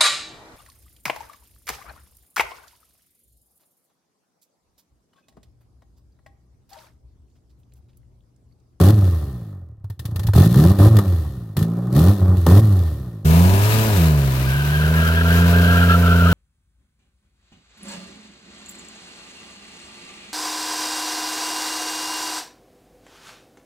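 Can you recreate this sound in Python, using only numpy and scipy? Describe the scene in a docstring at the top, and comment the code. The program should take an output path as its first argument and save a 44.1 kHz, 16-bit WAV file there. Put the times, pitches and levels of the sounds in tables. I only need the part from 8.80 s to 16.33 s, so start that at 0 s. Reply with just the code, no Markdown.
"""A worn car revs, then spins a tyre

An old six-cylinder car is revved on a dirt yard, heard from behind: it nearly stalls, coughs back to life and
revs again. Each firing (one bang in a cylinder) rings the muffler and tailpipe and lets out a puff of gas. The
scene then jumps to a country road, where the car first backs away down the road and then pulls forward, its
engine droning while a spinning tyre hisses and then squeals."""
import sys
import numpy as np
from scipy import signal
from scipy.fft import rfft, irfft
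from scipy.io import wavfile
from scipy.ndimage import uniform_filter1d, map_coordinates

SR = 44100
rng = np.random.default_rng(int(sys.argv[2]) if len(sys.argv) > 2 else 0)


def digitize_waveform(pressure):
    """Quantize a signal to 16-bit integers and store it at the path in sys.argv[1].

    Rows of a 2-D input are taken as channels; values are limited to [-1, 1].
    """
    field = np.atleast_2d(pressure).T
    bounded = np.clip(field, -1, 1)
    quanta = np.round(bounded * 32767).astype(np.int16)
    wavfile.write(sys.argv[1], SR, quanta)


N = 332073
T = np.arange(N) / SR
ROAD_START_S = 4.446  # the yard gives way to the road


def undb(db):
    """Turn decibels into a number to multiply by."""
    return 10 ** (np.asarray(db) / 20)


def curves(table, along=T):
    """Join the rows of a table with straight lines: one curve for each column after the first."""
    positions, *columns = np.transpose(table)
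    return [np.interp(along, positions, column) for column in columns]


def held(start, end, edge_s):
    """Fade in from the start, hold at 1, fade out from the end."""
    return np.clip((T - start) / edge_s, 0, 1) * np.clip(1 - (T - end) / edge_s, 0, 1)


def gains(points, hz):
    """Look up the gain at each frequency in a list of (frequency [Hz], level [dB]) points."""
    point_hz, db = np.transpose(points)
    return undb(np.interp(np.log(hz + 1e-3), np.log(point_hz), db))


def colour(x, points, size=16384):
    """Give a sound the tone colour in the points, so that its peaks ring after a blow."""
    cepstrum = irfft(np.log(gains(points, np.fft.rfftfreq(size, 1 / SR))))
    cepstrum[1:size // 2] *= 2  # this folding puts all ringing after the blow, none before
    cepstrum[size // 2 + 1:] = 0
    ringing = irfft(np.exp(rfft(cepstrum)))[:size // 2]
    return signal.fftconvolve(x, ringing)[:N]


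def unit(x):
    """Scale a signal so that its average strength (rms) is 1."""
    return x / np.sqrt(np.mean(x ** 2))


def even(x, size=1800):
    """Keep the strength near 1 all along, while single firings keep their shape."""
    power = uniform_filter1d(uniform_filter1d(x ** 2, size), size)
    return x / np.sqrt(np.abs(power) + 1e-14)


def drift(rate_hz):
    """A smooth random wobble, about 1 in size."""
    step = max(int(SR / rate_hz), 1)
    stairs = np.repeat(rng.standard_normal(N // step + 1), step)
    return unit(uniform_filter1d(uniform_filter1d(stairs, step), step)[:N])


def noise(points, likeness, gate=1):
    """Coloured stereo noise, chopped by the gate; a likeness near 1 makes both sides alike."""
    mid, side = (unit(colour(gate * rng.standard_normal(N), points)) for _ in range(2))
    return mid + np.sqrt((1 - likeness) / (1 + likeness)) * np.array([side, -side])


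def echoes(x, level_db, fade_s):
    """Ground, walls and trees send back a short blur of echoes, different on each side."""
    t = T[:SR // 2]
    tails = rng.standard_normal((2, len(t))) * undb(-60 * t / fade_s)
    returned = [signal.fftconvolve(x, tail / np.linalg.norm(tail))[:N] for tail in tails]
    return x + undb(level_db) * np.array(returned)


def from_left(x, delay_ms):
    """A sound from the left reaches the right side a little later."""
    late = map_coordinates(x[1], [(T - delay_ms / 1000) * SR], order=3, mode="nearest")
    return np.array([x[0], late])


# How much louder the left side is than the right, in each place: (frequency [Hz], left minus right [dB])
YARD_SHADE = [(60, -.5), (380, 0), (700, -1), (1300, 1), (2400, 4.5), (8000, 5), (11000, 0), (15000, 6)]
ROAD_SHADE = [(60, -.4), (1200, -.5), (1900, 2), (2600, 11), (3300, 8), (4000, 14), (5000, 10), (8000, 12),
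              (10000, 1), (12000, 1), (14000, 10)]
def shade(x, points):
    """The right side is shaded from the treble, so it sounds duller than the left."""
    ratio = gains(points, np.fft.rfftfreq(N, 1 / SR))
    sides = np.array([ratio, np.ones_like(ratio)]) * np.sqrt(2 / (1 + ratio ** 2))
    return irfft(rfft(x) * sides, N)


def firings(hz, cylinders_db, uneven_db, jitter, puff):
    """One pulse per firing, and a gate that fades after each; jitter and puff are in firing cycles."""
    cycles = np.cumsum(hz) / SR
    number = np.arange(int(cycles[-1]) + 1)
    chance = rng.standard_normal((len(number), 2))
    size = undb(np.resize(cylinders_db, len(number)) + uneven_db * chance[:, 0])
    place = np.interp(number + jitter * chance[:, 1], cycles, np.arange(N))
    sample, part = place.astype(int), place % 1  # each pulse is shared between two samples
    pulses = np.bincount(sample, size * (1 - part), N + 1) + np.bincount(sample + 1, size * part, N + 1)
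    gate = size[cycles.astype(int)] * np.exp(-(cycles % 1) / puff)
    return pulses[:N], gate


def breeze():
    """A faint wind rumbles in the yard, gently rising and falling."""
    rumble = [(20, 0), (45, -3), (100, -16), (400, -34), (2000, -52), (12000, -62)]
    return undb(-55 + 2 * drift(3)) * noise(rumble, .7)


# Tone colour of the moving parts under the bonnet: (frequency [Hz], level [dB])
WHIRR = [(300, -42), (550, 4), (800, -2.5), (1300, 2), (1600, -13), (1850, 4), (2200, -29), (4000, -37),
         (9000, -36)]
def belts_and_valves(hz, gate, stall_hz=41.3):
    """Belts and valves whirr louder as the engine speeds up, and fall quiet near a stall."""
    return undb(-59.5) * (hz / 60) ** 2.2 / (1 + (stall_hz / hz) ** 6) * noise(WHIRR, .67, gate)


# How hard the spinning tyre scrubs: (time [s], relative level [dB])
SCRUB = [(4.49, -36.5), (4.51, -30.5), (4.62, -33), (4.94, -29.5), (5.39, -36), (6.44, -34.5), (6.57, -32),
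         (7.49, -35.5), (7.52, -34)]
# Tone colours of the tyre's hiss, its low roar and the flying grit: (frequency [Hz], level [dB])
HISS = [(710, -41), (1200, 6.5), (1460, -1), (1630, 5.5), (2020, -1), (2180, 1), (2760, 2), (3290, -4),
        (3910, -1.5), (4310, -4), (6370, -9), (8350, -11), (14000, -5.5), (15200, -10), (16000, -5)]
ROAR = [(20, -9), (50, 10.5), (120, 11), (250, 4.5), (500, -6.5), (680, 3), (820, -4), (1000, 3.5),
        (1200, -15), (1700, -28)]
SPRAY = [(1800, -23), (2700, 0), (3600, -1), (7000, 1), (10000, 0), (13500, 4.5), (16000, -4)]
def tyre_spin(bite_end_s=4.72, spray_end_s=5.1, spray_fade_s=.24):
    """Rubber scrubs on the road, pulsing with the engine; at first it roars harder and throws grit."""
    scrub_db, = curves(SCRUB)
    grit = undb(1.13 * drift(700) + drift(30))
    _, surge = firings(curves(ROAD_ENGINE)[0], [0, 0, 0], uneven_db=.5, jitter=.004, puff=3.1)
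    spray_fade = np.exp(-np.maximum(T - spray_end_s, 0) / spray_fade_s)
    spray = undb(-34) * spray_fade * noise(SPRAY, .14, grit)
    hiss = undb(scrub_db + 3) * noise(HISS, .27, grit * surge)
    bite_db = 5 * held(ROAD_START_S, bite_end_s, .12)
    roar = undb(scrub_db + 3.5 + bite_db) * noise(ROAR, .58)
    return hiss + roar + spray


# Tone colour of the thin screech above the squeal: (frequency [Hz], level [dB])
SCREECH = [(2000, -42), (2450, 1), (2750, 4.5), (3080, 5), (3500, -5), (3750, -8), (4000, -2), (4400, -8),
           (6000, -58)]
def tread_note(spells, waver, flutter_db, throb_db, octave_db, screech_db, gain_db):
    """Three blocks of tread chatter near one pitch, which rises and falls in each spell."""
    arch, edge_s, rest_db = .022, .021, -35
    pitch_path = [(s, pitch * (1 + arch * bend)) for start, end, pitch, _ in spells
                  for s, bend in ((start, -1), ((start + end) / 2, .5), (end, -.5))]
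    hz = curves(pitch_path)[0] * (1 + waver * drift(30))
    swells = np.max([undb(db) * held(start, end, edge_s) for start, end, _, db in spells], axis=0)
    faint = undb(rest_db) * held(spells[0][0], spells[-1][1], edge_s)  # sings on between spells
    note = 0
    for block in range(3):
        wander = (1 + block) * (.013 * drift(35) + .015 * drift(500))
        phase = 2 * np.pi * np.cumsum(hz * (1 + wander)) / SR
        tone = np.sin(phase) + undb(octave_db) * np.sin(2 * phase)
        note = note + undb(-2.5 * block + flutter_db * drift(80)) * tone
    sung = echoes(even(note), level_db=-14, fade_s=.1)
    loudness = np.maximum(swells, faint) * undb(gain_db + throb_db * drift(40))
    return loudness * (sung + undb(screech_db) * noise(SCREECH, .15))


# Spells of squealing: (start [s], end [s], pitch [Hz], relative level [dB])
SQUEALS = [(5.661, 5.82, 1587, -31), (5.9, 6.068, 1590, -30.5), (6.002, 6.127, 1450, -31),
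           (6.12, 6.324, 1600, -29.5), (6.2, 6.349, 1398, -29.5), (6.331, 6.413, 1625, -26),
           (6.4, 6.522, 1405, -28.5), (6.436, 6.677, 1605, -28.5), (6.551, 6.858, 1409, -35),
           (6.721, 6.802, 1572, -26.5), (6.801, 7.043, 1593, -25.5), (6.899, 7.062, 1405, -23.5),
           (7.07, 7.132, 1615, -25), (7.078, 7.155, 1348, -18.5), (7.209, 7.389, 1536, -30.5),
           (7.218, 7.526, 1399, -22.5), (7.439, 7.53, 1525, -31.5)]
def tyre_squeal(split_hz=1500):
    """The tread sticks and slips in spells, on a high note and a more fluttery low one."""
    high = tread_note([row for row in SQUEALS if row[2] > split_hz], waver=.008, flutter_db=.5,
                      throb_db=1.2, octave_db=-17, screech_db=-13.5, gain_db=1.75)
    low = tread_note([row for row in SQUEALS if row[2] <= split_hz], waver=.01, flutter_db=5,
                     throb_db=2.1, octave_db=-29, screech_db=-17, gain_db=-.5)
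    return high + low


def exhaust_chambers(x, lowest_hz, q):
    """Three chambers hold each pulse back and spread it out in time (allpass filters)."""
    for chamber in range(3):
        _, feedback = signal.iirpeak(lowest_hz * np.sqrt(2) ** chamber, q, fs=SR)
        x = signal.lfilter(feedback[::-1], feedback, x)
    return x


def pipe_snarl(ring_hz=1000):
    """On the road the firings ring a high note in the pipe, more so when the engine spins freely."""
    hz, _, _, bark_db = curves(ROAD_ENGINE)
    strain, = curves(STRAIN)
    pulses, _ = firings(hz, [1, -1, 0], uneven_db=8, jitter=.0082, puff=.7)
    band = signal.iirpeak(ring_hz, Q=3.5, fs=SR)
    ring = even(signal.lfilter(*band, signal.lfilter(*band, pulses)))
    return undb(bark_db - 13 - 4.9 * strain) * ring


# The engine on the road: (time [s], firing rate [Hz], main tone [dB], octave [dB], relative bark [dB])
ROAD_ENGINE = [(4.47, 77.4, -15.5, -14.5, -25.5), (4.61, 86.9, -12, -13.5, -27),
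               (4.82, 102.8, -14.5, -32.5, -28), (4.9, 107.8, -16.5, -43, -27),
               (4.95, 110.1, -16.5, -28, -26.5), (5.07, 110.4, -19.5, -27.5, -26),
               (5.14, 101.1, -15.5, -30, -26), (5.2, 83.6, -14.5, -16, -26.5),
               (5.39, 71, -19.5, -16, -29.5), (5.53, 64.93, -25.5, -20, -32), (5.7, 65.75, -22, -19.5, -32),
               (5.76, 69.65, -26.5, -20, -37.5), (6.15, 79.76, -17.5, -18, -29.5),
               (6.34, 82.5, -17, -24.5, -30), (6.64, 85.96, -14, -16.5, -25.5),
               (6.96, 86.87, -14.5, -19, -26), (7.53, 85.7, -14, -18, -26.5)]
# How hard the load holds the engine down: (time [s], strain [0-1])
STRAIN = [(4.45, 0.68), (4.75, 0), (5.2, 0.27), (5.7, 0.44), (6.4, 0.98)]
# Exhaust overtones: (pitch [cycles per engine turn], level running free [dB], level straining [dB])
OVERTONES = [(9, -3.5, -1.5), (12, 4, -26), (14, -29, -15), (15, -6, -6.5), (16, -17, -21),
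             (17, -20, -11.5), (18, -5, -8.5), (21, -17, -13.5), (22, -25, -12.5), (24, -12.5, -9),
             (27, -6, -25)]
# Tone colour of the exhaust's rasp on the road: (frequency [Hz], level [dB])
ROAD_RASP = [(130, -16), (215, -7), (254, -9), (287, -14), (330, -12), (361, -5.5), (425, -1.5), (465, -23),
             (566, -4.5), (675, -3), (810, -31), (979, -7), (1150, -33), (1500, -2.5), (2530, -120)]
def driving():
    """Under load the exhaust drones on two strong tones, with overtones that shift as it strains."""
    hz, tone_db, octave_db, bark_db = curves(ROAD_ENGINE)
    strain, = curves(STRAIN)
    phase = 2 * np.pi * np.cumsum(hz) / SR + .0089 * drift(60)
    tones = np.sqrt(2) * (undb(tone_db) * np.sin(phase) + undb(octave_db) * np.cos(2 * phase - 2))
    turn = phase / 3  # three firings to each turn of the engine
    overtones = sum(undb(free + strain * (loaded - free) + 1.1 * drift(9)) * np.cos(cycles * turn)
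                    for cycles, free, loaded in OVERTONES)
    overtones = undb(-.65) * even(exhaust_chambers(overtones, lowest_hz=259.6, q=2.96))
    _, gate = firings(hz, [3, -4, 0], uneven_db=0, jitter=.0055, puff=.97)
    drone = tones * undb(.36 * drift(25))
    rasp = undb(-8.5) * noise(ROAD_RASP, .99, gate)
    return drone + undb(bark_db) * (overtones + rasp)


# Ringing notes of the thin steel tailpipe: (pitch [Hz], width [Hz], relative level [dB])
STEEL_NOTES = [(1263, 33, -1), (1806, 25, 4.5), (3500, 120, 2), (4230, 74, -6)]
def tailpipe(x):
    """Escaping gas makes the steel ring briefly."""
    rings = sum(undb(db) * signal.lfilter(*signal.iirpeak(hz, hz / width, fs=SR), x)
                for hz, width, db in STEEL_NOTES)
    return undb(-1.5) * (x + rings)


# Presses of the pedal: (down [s], up [s], pedal travel [s], firing rate reached [Hz], lull after [s],
# boom [dB], drone [dB], bark [dB], gas [dB]); the four levels are added to those in PEDAL_DOWN
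PRESSES = [(-.01, .106, 0.012, 108.5, 0.0064, -0.5, -1, 2, 2.5),
           (1.199, 1.494, 0.031, 35.95, 0.0045, -10, -11, -15, -29),
           (1.527, 1.672, .025, 57.88, 0, 0, 0.5, 0.5, 0), (1.662, 1.749, .025, 63.3, 0, -3, -2, -1, -3),
           (1.743, 1.919, 0.016, 99.55, 0.094, -1, 1, -1.5, -1),
           (1.98, 2.085, 0.012, 113.6, 0.019, 0, -0.5, 2.5, 1),
           (2.1, 2.196, 0.022, 99.5, 0.068, -2, -2.5, -5, -8),
           (2.763, 2.86, .012, 58.2, 0, -5, -7, -8.5, -9.5),
           (2.829, 3.141, 0.045, 63.03, 0.0007, -18, -8.5, -6.5, -21),
           (3.122, 3.308, 0.041, 102.3, 0.0997, -1, -1, -1, -0.5),
           (3.405, 3.548, 0.017, 90.46, 0.015, -1.5, -7.5, -7, -16),
           (3.661, 3.797, .012, 110.8, 0.017, 1.5, -0.5, 2, 1)]
def engine_speed(start_hz=81.18, coast_s=.74, lag_s=.02):
    """Firings per second: each press pulls the rate to a new value, then friction runs it down."""
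    hz = np.full(N, start_hz)
    for down, up, _, reached_hz, *_ in PRESSES:
        pull = np.interp(T, [down, up], [np.interp(down, T, hz), reached_hz])
        run_down = np.exp(-np.maximum(T - up - lag_s, 0) / coast_s)
        hz = np.where(T < down, hz, pull * run_down)
    return hz


# Relative levels of the exhaust with the pedal down and with it up:
# (firing rate [Hz], muffler boom [dB], pipe drone [dB], bark [dB], gas [dB])
PEDAL_DOWN = [(25.4, -21.5, -28.5, -30.5, -40), (39.5, -7, -13.5, -23, -29.5),
              (53.5, -10, -10.5, -22.5, -31), (59.2, -18, -14, -28, -35), (73, -18.5, -8.5, -17.5, -31),
              (93.1, -8.5, -15, -20.5, -33.5), (112, -6, -21, -18, -34)]
PEDAL_UP = [(34.7, -43.5, -56, -63, -95), (38.5, -35, -52, -55.5, -84), (49.7, -33, -38.5, -47, -63),
            (60.78, -31.5, -32.5, -42, -56), (76.98, -18.5, -36, -36.5, -47),
            (89.7, -12, -28.5, -31.5, -44), (104, -11.5, -23, -28, -43)]
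def exhaust_levels(hz, lull_db=-11.5):
    """Engine speed and the pedal set how loud the boom, drone, bark and gas are."""
    db = np.array(curves(PEDAL_UP, hz))
    pulling_db = np.array(curves(PEDAL_DOWN, hz))
    for down, up, travel_s, _, lull_s, *effort_db in PRESSES:
        db[0] += lull_db * held(up - travel_s, up + lull_s, travel_s)  # the boom dips as the pedal lifts
        db += held(down, up, travel_s) * (pulling_db + np.array(effort_db)[:, None] - db)
    return db


# Single hard firings and their relative levels: (time [s], spit [dB], thump [dB], bark [dB])
COUGHS = [(1.042, -52, -17, -46), (1.0993, -39.5, -16.5, -44.5), (1.193, -31, -18, -44),
          (1.2531, -28, -16.5, -40), (1.3093, -48, -20, -50), (1.3588, -27.5, -17, -34.5),
          (1.3939, -29, -9.5, -33.5), (1.4326, -32.5, -19, -43), (1.468, -25.5, -8.5, -43),
          (1.4851, -43, -1.5, -29.5), (1.5341, -26, -15, -24.5), (1.627, -28, -22, -18),
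          (1.742, -25.5, -21, -22), (2.1675, -18, -19, -24), (2.1871, -19.5, -18, -13),
          (2.7671, -21, -7, -25), (2.789, -31, -14, -37), (2.826, -26, -16, -34), (3.1254, -31.5, -33, -44),
          (3.1655, -38, -26, -32), (3.3664, -50, -28, -33), (3.4228, -40, -17, -45), (3.456, -41, -26, -32),
          (3.6646, -18.5, -18, -10.5)]
# Tone colour of a cough's bark: (frequency [Hz], level [dB])
COUGH_BARK = [(150, -18), (330, 4), (560, -4.5), (900, -3), (1250, -5.5), (1550, -13), (1820, -17),
              (2300, -32.5)]
def coughs(thump_hz=104, thump_fade_s=.13, tail_s=.028):
    """Lone firings of the stumbling engine spit gas, bark in the pipe and thump the muffler."""
    thumps, spits, barks = np.zeros((3, N))
    t = T[:SR // 4]
    haste = np.maximum(engine_speed() / 32, 1) ** .55  # above 32 firings a second, bursts get shorter
    for (start, spit_db, thump_db, bark_db), detune in zip(COUGHS, rng.standard_normal(len(COUGHS))):
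        span = slice(int(start * SR), int(start * SR) + len(t))
        age = t * haste[span.start]
        crack = np.exp(-(age / .009) ** 2) * (1 - np.exp(-age / .0012))
        burst = crack + undb(-11) * np.exp(-age / tail_s)
        ring = np.sin(2 * np.pi * thump_hz * (1 + .037 * detune) * t) * undb(-60 * t / thump_fade_s)
        thumps[span] += undb(thump_db) * ring * (1 - np.exp(-t / .005))
        spits[span] += undb(spit_db - 6.5) * burst
        barks[span] += undb(bark_db - 1) * burst
    return thumps + tailpipe(spits * noise(GAS, .35) + barks * noise(COUGH_BARK, .86))


# Tone colours of the muffler's boom, the pipe's drone, its bark and the gas: (frequency [Hz], level [dB])
MUFFLER = [(30, -52), (50, -9), (70, 4.5), (90, 11), (112, 11), (135, -14), (170, -33), (260, -66.5)]
PIPE = [(80, -47.5), (120, 7), (150, 7), (185, 5), (225, -4.5), (270, -32), (380, -56.5)]
BARK = [(150, -47), (250, 0.5), (307, 5), (432, -4.5), (470, -14), (561, -7), (621, -15), (813, -16),
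        (884, -27), (1010, -19.5), (1230, -19), (1600, -32.5), (1820, -34), (1980, -67), (2300, -41),
        (2990, -82), (5060, -120)]
GAS = [(1200, -19.5), (1850, -2), (2150, -13), (2700, -9), (3100, -7.5), (3600, -8.5), (3900, -4.5),
       (4350, -6), (5200, -9), (7200, -12), (9700, -10.5), (11500, -6.5), (15100, -9), (16000, -11)]
def revving():
    """Firings boom in the muffler; with the pedal down they bark and spit gas, with it up they burble."""
    hz = engine_speed()
    boom_db, drone_db, bark_db, gas_db = exhaust_levels(hz)
    pedal = np.clip((bark_db + 41) / 12, 0, 1)
    pulses, puffs = firings(hz, [.3, -.3, 0], uneven_db=4, jitter=.0025, puff=.48)
    bark_pulses, spits = firings(hz, [.5, -.5, 0], uneven_db=.4, jitter=.004, puff=.74)
    depth = .43 + .14 * pedal  # with the pedal up the gas flows out more evenly
    puffs, spits = (1 + depth * (unit(gate) - 1) for gate in (puffs, spits))
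    boom = undb(boom_db - .65) * even(colour(pulses, MUFFLER))
    drone = undb(drone_db - .16) * even(colour(pulses, PIPE))
    beats = even(exhaust_chambers(colour(bark_pulses, BARK), lowest_hz=299, q=3.6))
    # the low part of the bark is clean pulses; higher up, rushing gas takes over
    beats = signal.sosfilt(signal.butter(2, 900, fs=SR, output="sos"), undb(-5 + .48 * pedal) * beats)
    rasp = signal.sosfilt(signal.butter(2, 560, "high", fs=SR, output="sos"), noise(BARK, .75, puffs))
    bark = undb(bark_db) * (beats + undb(3) * rasp)
    crackle = undb(2.6 * pedal * drift(450))
    gas = undb(gas_db - .5) * tailpipe(noise(GAS, .27, even(spits * crackle)))
    return boom + drone + bark + gas + belts_and_valves(hz, puffs)


# Direction of the spinning tyre: (time [s], delay on the right side [ms])
TYRE_DIRECTION = [(4.5, 0.31), (5.2, 0.25), (6, 0.19), (7.5, 0.14)]
def scene():
    """First the yard, then the road, where the car is off to the left."""
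    yard = shade(breeze() + revving() + coughs(), YARD_SHADE)
    delay_ms, = curves(TYRE_DIRECTION)
    tyre = from_left(tyre_spin() + tyre_squeal(), delay_ms)
    exhaust = from_left(driving() + pipe_snarl(), .89 * delay_ms)  # a little nearer the middle
    road = shade(exhaust + tyre, ROAD_SHADE)
    change = np.clip((T - ROAD_START_S) / .0087, 0, 1)
    return (1 - change) * yard + change * road


def record(dry, bass_hz=34, top_hz=15900):
    """Thin the deepest bass, flatten peaks above full scale and cut the highest treble."""
    thinned = signal.sosfiltfilt(signal.butter(2, bass_hz, "high", fs=SR, output="sos"), dry)
    return signal.sosfilt(signal.ellip(10, .2, 80, top_hz, fs=SR, output="sos"), np.clip(thinned, -1, 1))


dry = scene()
out = record(dry)
digitize_waveform(out)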